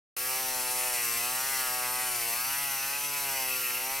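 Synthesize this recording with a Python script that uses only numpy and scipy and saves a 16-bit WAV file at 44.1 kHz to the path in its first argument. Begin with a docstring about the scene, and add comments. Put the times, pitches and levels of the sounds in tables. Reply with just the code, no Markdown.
"""A small electric rotary file runs against the skin of a foot, close up in a quiet room.
After a moment of silence the sound cuts in, the motor already running. The shaft knocks on every turn
(a buzz), shakes the plastic housing (a rattle) and rasps in step with the rotation, over a dull rub.
Thin whines come and go as the speed moves. It sags when the head is pressed harder, most near 1.1, 2.3
and 3.7 s, and from the first of these sags on the housing now and then chatters on one note."""
import sys
import numpy as np
from scipy import signal
from scipy.fft import rfft, irfft
from scipy.io import wavfile
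from scipy.ndimage import uniform_filter1d

SR = 44100
rng = np.random.default_rng(int(sys.argv[2]) if len(sys.argv) > 2 else 0)


def pcm_store(signal):
    """Save signal as 16-bit PCM."""
    levels = np.round(np.clip(np.atleast_2d(signal), -1, 1) * 32767)
    wavfile.write(sys.argv[1], SR, levels.astype(np.int16).T)


N = 176400
TIME, HZ = np.arange(N) / SR, np.fft.rfftfreq(N, 1 / SR)


def amp(db):
    """Decibels to gain."""
    return 10 ** (np.asarray(db) / 20)

def unit(x):
    """Scales to rms 1."""
    return x / np.sqrt(np.mean(x ** 2) + 1e-20)

def curve(table, column=1):
    """One column of a time table, at every sample."""
    rows = np.array(table)
    return np.interp(TIME, rows[:, 0], rows[:, column])

def spectrum(points):
    """A frequency table on a log axis, at every bin."""
    hz, value = np.transpose(points)
    return np.interp(np.log(HZ + 1), np.log(hz + 1), value)

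def drift(rate_hz):
    """Smooth random wander of rms 1."""
    return unit(irfft(rfft(rng.standard_normal(N)) * np.exp(-(HZ / rate_hz) ** 2), N))

def burst(turns, at, width):
    """A smooth bump at one angle of every turn."""
    return np.exp(-.5 * (((turns - at + .5) % 1 - .5) / width) ** 2)

def steadied(pair, span_s=0.21):
    """Evens out chance swells, so that the level stays near rms 1."""
    power = uniform_filter1d((pair ** 2).mean(0), round(span_s * SR))
    return pair / np.sqrt(uniform_filter1d(power, round(span_s * SR / 2)) + 1e-9)


# Stereo likeness. Each row: frequency in Hz, coherence from 0 to 1.
COHERENCE = [(150, 0.37), (400, 0.27), (1400, 1), (3500, 0.94), (9700, 1), (12100, 0.57), (15000, 0.2)]
# Stereo balance. Each row: frequency in Hz, left minus right in dB.
BALANCE = [(60, 3), (150, 2.5), (380, 1), (950, 1), (2380, 0), (15000, 2)]
# Stereo phase. Each row: frequency in Hz, lag of the right channel in radians.
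RIGHT_LAG = [(2600, 0), (6500, 0.4), (9600, 0.88), (10900, 0.28), (12000, 1), (13500, 0)]

def stereo(pair, colour):
    """Colours two unrelated signals and blends them into partly alike channels of rms 1."""
    left, other = rfft(pair) * colour
    alike, lean = np.clip(spectrum(COHERENCE), 0, 1), amp(spectrum(BALANCE) / 2)
    right = (alike * left + np.sqrt(1 - alike ** 2) * other) * np.exp(-1j * spectrum(RIGHT_LAG))
    return unit(irfft(np.array([left * lean, right / lean]), N))


# The motor's pace. Each row: time in seconds, speed in turns per second.
SHAFT_SPEED = [(.17, 123.5), (.27, 128), (.4, 130.7), (.58, 127), (.7, 125), (.78, 126.8), (.89, 127),
               (1.06, 118.6), (1.13, 116.8), (1.2, 118), (1.3, 125.6), (1.5, 135.4), (1.69, 126),
               (1.9, 124.8), (2.04, 126.7), (2.12, 123.4), (2.23, 116.3), (2.32, 116.5), (2.5, 135.6),
               (2.61, 141.8), (2.8, 133.7), (3, 143.1), (3.15, 143.6), (3.42, 131), (3.71, 123), (4, 138)]

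def shaft_turns(flutter=0.00114):
    """Counts the turns of the shaft, which sags under pressure and flutters slightly."""
    speed = uniform_filter1d(curve(SHAFT_SPEED), size=2600)
    return np.cumsum(speed * (1 + flutter * drift(29.2))) / SR


# The buzz's tone. Each row: multiple of the shaft speed, strength within its group in dB.
BUZZ_OVERTONES = [(1, -18.5), (2, -22.5), (3, -13), (4, -10.5), (5, -7), (6, -1), (7, -1.5), (8, -6.5),
                  (9, -1), (10, -2), (11, -1), (12, -7.5), (13, -5)]
# The two knocks. Each row: place as a share of the turn, weight in dB, ring in Hz, half width in Hz.
SHAFT_KNOCKS = [(.6, 0, 820, 274), (0.92, -2.5, 1370, 497)]
# Hum faders. Each row: time in seconds, level of multiple 2 in dB, level of multiples 3-4 in dB.
HUM_FADERS = [(0.18, -66, -52), (0.48, -57, -50), (1.14, -65, -49.5), (1.35, -59.5, -56), (2.3, -66.5, -50),
              (2.41, -63.5, -59.5), (3.59, -57.5, -50), (4.0, -59.5, -53)]
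# Buzz faders. Each row: time in seconds, fader for multiples 5-8 in dB, fader for 9-13 in dB.
BUZZ_FADERS = [(0.18, -55, -46.5), (0.32, -42, -44), (0.53, -43, -47.5), (0.87, -40.5, -45.5),
               (0.99, -43, -46), (1.07, -55, -43), (1.22, -44, -45), (1.63, -43, -39.5), (2.04, -42, -43),
               (2.25, -47, -45.5), (2.29, -43, -46), (2.38, -46.5, -42), (2.65, -42, -41),
               (3.08, -46.5, -47), (3.32, -42.5, -46.5), (3.4, -40.5, -52), (3.65, -54, -45),
               (3.9, -40.5, -48), (4.0, -45, -45)]

def buzz(turns, fundamental_db=-63, high_trim_db=-0.5, waver=0.027, waver_hz=9, lean_db=0.76):
    """Clean overtones, timed by a low and a higher knock on each turn; the higher ones waver more."""
    groups, mean_speed = np.zeros((5, N)), curve(SHAFT_SPEED).mean()
    for k, db in BUZZ_OVERTONES:
        knocks = sum(amp(weight) * np.exp(-2j * np.pi * k * at) / (1 + 1j * (k * mean_speed - hz) / width)
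                     for at, weight, hz, width in SHAFT_KNOCKS)
        strength = amp(db) * (1 + waver * k * drift(waver_hz))
        group = np.searchsorted([1, 2, 4, 8], k)
        groups[group] += strength * np.cos(2 * np.pi * k * turns + np.angle(knocks))
    levels = [fundamental_db, curve(HUM_FADERS), curve(HUM_FADERS, column=2),
              curve(BUZZ_FADERS), high_trim_db + curve(BUZZ_FADERS, column=2)]
    tone = sum(amp(db) * unit(group) for db, group in zip(levels, groups))
    return tone * amp([[lean_db / 2], [-lean_db / 2]])


def grit(turns, repeat, memory_turns, size=400, count=640):
    """Each turn sets off a burst of grit: a share repeats the last turn and slowly wears, the rest is new."""
    worn, fresh = rng.standard_normal((2, count, size))  # one row of noise per turn
    worn = unit(signal.lfilter([1], [1, -np.exp(-1 / memory_turns)], worn, axis=0)[count // 10:])
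    rows = np.sqrt(repeat) * worn + np.sqrt(1 - repeat) * fresh[count // 10:]
    track = signal.resample_poly(rows.ravel(), 10, 1)
    samples_into_turn = turns % 1 / np.gradient(turns)
    place = np.floor(turns) * size + samples_into_turn
    return unit(np.interp(place * 10, np.arange(len(track)), track))


# The plastic's ring. Each row: resonance in Hz, half width in Hz, relative strength in dB.
HOUSING_MODES = [(2101, 175, -8), (2455, 420, -1), (2621, 178, 5.5), (2836, 146, -0.5)]
# Rattle faders. Each row: time in seconds, fader below the split in dB, fader above it in dB.
RATTLE_FADERS = [(.18, -47, -44), (.3, -44.5, -43), (.55, -48, -45), (.8, -44, -42), (1, -41.5, -41),
                 (1.2, -44.5, -42), (1.55, -45, -43.5), (2.05, -43, -42.5), (2.3, -44, -42),
                 (2.48, -47.5, -42.5), (2.6, -42.5, -40.5), (3.1, -48, -42), (3.3, -44, -41),
                 (3.55, -44, -39), (3.75, -44.5, -41), (4, -44, -43.5)]

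def rattle(turns, lower_trim_db=0.66, upper_trim_db=-1.3, floor=0.77, split_hz=2300):
    """A scuff of uneven strength on every turn rings the plastic housing."""
    scuff = floor + burst(turns, at=0.595, width=0.058) + .5 * burst(turns, at=0.396, width=0.016)
    scuff *= amp(.8 * drift(45))
    pair = np.array([scuff * grit(turns, repeat=0.9, memory_turns=10.7) for _ in range(2)])
    body = sum(amp(db) / (1 + 1j * (HZ - hz) / width) ** 2 for hz, width, db in HOUSING_MODES)
    highpass = 1 / (1 + (split_hz / (HZ + 1)) ** 30)
    lower = steadied(stereo(pair, body * (1 - highpass))) * amp(lower_trim_db + curve(RATTLE_FADERS))
    upper = steadied(stereo(pair, body * highpass)) * amp(upper_trim_db + curve(RATTLE_FADERS, column=2))
    return lower + upper


# The rasp's tone. Each row: frequency in Hz, relative gain in dB.
RASP_EQ = [(1880, -15), (3200, -10), (3830, -9.5), (4170, -4.5), (5060, -4), (7230, -3), (9000, 0.5),
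           (12000, 0.5), (15000, -9)]
# Sheen from the head's narrow resonances. Each row: centre in Hz, half width in Hz, lift in dB.
HEAD_MODES = [(5900, 200, 1), (9680, 130, 2), (12080, 160, 3.5)]
# The three crossovers between the rasp's four bands, in Hz.
CROSSOVERS_HZ = [6500, 11400, 12800]
# Rasp faders. Each row: time in seconds, then middle, treble, high treble and top sizzle in dB.
RASP_FADERS = [(0.18, -40.5, -37.0, -37.5, -36), (0.55, -39.5, -36.5, -40.5, -37.5),
               (0.95, -38.5, -33.5, -37.5, -37), (1.15, -39, -35, -38, -36), (1.62, -38.5, -35, -38.5, -35),
               (1.85, -40.0, -36, -38, -39), (2.1, -40.5, -36, -38.5, -39),
               (2.38, -40.0, -36.0, -37.0, -35.5), (3.1, -40.5, -37.5, -40, -38.5),
               (3.35, -40.0, -36.5, -38.5, -37), (4.0, -41.0, -38.5, -39.5, -38)]

def rasp(turns, treble_trim_db=-.4):
    """Gritty friction: its middle ticks sharply once a turn, its treble swells on the turn's far side."""
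    tick = 1 + 1.05 * burst(turns, at=.48, width=.024) + .4 * burst(turns, at=.83, width=.05)
    swell = 1 + .6 * burst(turns, at=.08, width=.11)
    flicker = amp(0.13 * drift(1200) + 0.48 * drift(30))
    coarse = np.array([tick * flicker * grit(turns, repeat=0.53, memory_turns=20) for _ in range(2)])
    fine = np.array([swell * flicker * grit(turns, repeat=0.59, memory_turns=33) for _ in range(2)])
    sheen_db = sum(db / (1 + ((HZ - hz) / width) ** 2) for hz, width, db in HEAD_MODES)
    colour = amp(spectrum(RASP_EQ) + sheen_db)
    highpasses = [1 / (1 + (hz / (HZ + 1)) ** 60) for hz in CROSSOVERS_HZ]
    middle, *trebles = -np.diff([np.ones(len(HZ))] + highpasses + [np.zeros(len(HZ))], axis=0)
    out = amp(curve(RASP_FADERS)) * stereo(coarse, colour * middle)
    for column, band in enumerate(trebles, start=2):
        out += amp(treble_trim_db + curve(RASP_FADERS, column)) * stereo(fine, colour * band)
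    return out


# The tone of the rub and the room. Each row: frequency in Hz, relative gain in dB.
RUB_EQ = [(20, 5.5), (100, 2), (450, -6.5), (900, 2.5), (1500, -17), (2200, 11), (3300, 4), (5000, -10)]

def rub(level_db=-49):
    """Dull steady noise of the head on skin, over the room's faint rumble."""
    return amp(level_db) * stereo(rng.standard_normal((2, N)), amp(spectrum(RUB_EQ)))


# Whine cues. Each row: multiple of the shaft speed, resonance in Hz, half width in Hz,
# level on resonance in dB, top of the fade in seconds, half length of the fade in seconds.
WHINE_CUES = [(42, 6020, 80, -46.5, 3.05, .15), (44, 5830, 230, -44, 1.5, 3),
              (46, 5400, 130, -47.5, 1.12, .12), (51, 6000, 130, -46, 1.6, .9),
              (57, 7680, 120, -47.5, 1.5, .15), (67, 8470, 130, -47, 2, .12), (76, 9620, 170, -42, .8, .2),
              (76, 9570, 170, -44, 2, .12), (96, 11980, 220, -39, 3.62, .16)]

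def whine(turns, waver_db=1.5, smear_rad=.35, roughness=.3):
    """High overtones swell as the speed carries them through a resonance, and throb with the shaft."""
    throb = .6 + burst(turns, at=.55, width=.14)
    out, speed = np.zeros((2, N)), curve(SHAFT_SPEED)
    for k, hz, width, db, at, half in WHINE_CUES:
        phase = 2 * np.pi * k * turns + smear_rad * drift(40)
        nearness = 1 / (1 + ((k * speed - hz) / width) ** 2)
        fade = amp(db + waver_db * drift(14)) * np.exp(-.5 * ((TIME - at) / half) ** 2)
        pulse = unit(throb * (1 + roughness * drift(250)))
        lag = np.interp(hz, HZ, spectrum(RIGHT_LAG))
        out += np.sqrt(2) * nearness * fade * pulse * np.cos([phase, phase - lag])
    return out


# Chatter cues. Each row: centre in seconds, half length in seconds, pitch in Hz, level in dB.
CHATTER_CUES = [(1.16, 0.016, 2360, -42), (1.238, 0.03, 2546, -41), (1.548, 0.029, 2020, -40.5),
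                (2.38, 0.024, 2584, -41.5), (2.98, 0.044, 2565, -42), (3.524, 0.025, 2620, -37.5),
                (3.648, 0.03, 2640, -38), (3.76, 0.021, 2760, -40.5)]

def chatter(turns, throb_depth=0.76, smear_rad=0.53):
    """Short surges of one housing mode, throbbing with the shaft and unsteady in pitch."""
    throb = 1 + throb_depth * np.cos(2 * np.pi * (turns - .75))
    out = np.zeros(N)
    for at, half, hz, db in CHATTER_CUES:
        ring = np.cos(2 * np.pi * hz * TIME + smear_rad * drift(70))
        out += amp(db) * np.exp(-.5 * ((TIME - at) / half) ** 2) * unit(throb * ring)
    return out


def scene():
    """One shaft drives every layer except the steady rub."""
    turns = shaft_turns()
    return buzz(turns) + rattle(turns) + chatter(turns) + rasp(turns) + whine(turns) + rub()

def record(dry):
    """Cuts in abruptly on the running motor and takes off the very top of the treble."""
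    start_s, fade_s, cutoff_hz = .165, .0015, 15850
    opened = dry * np.clip((TIME - start_s) / fade_s, 0, 1)
    lowpass = signal.firwin(511, cutoff_hz, window=("kaiser", 9), fs=SR)
    return signal.oaconvolve(opened, lowpass[None], "same")


dry = scene()
out = record(dry)
pcm_store(out)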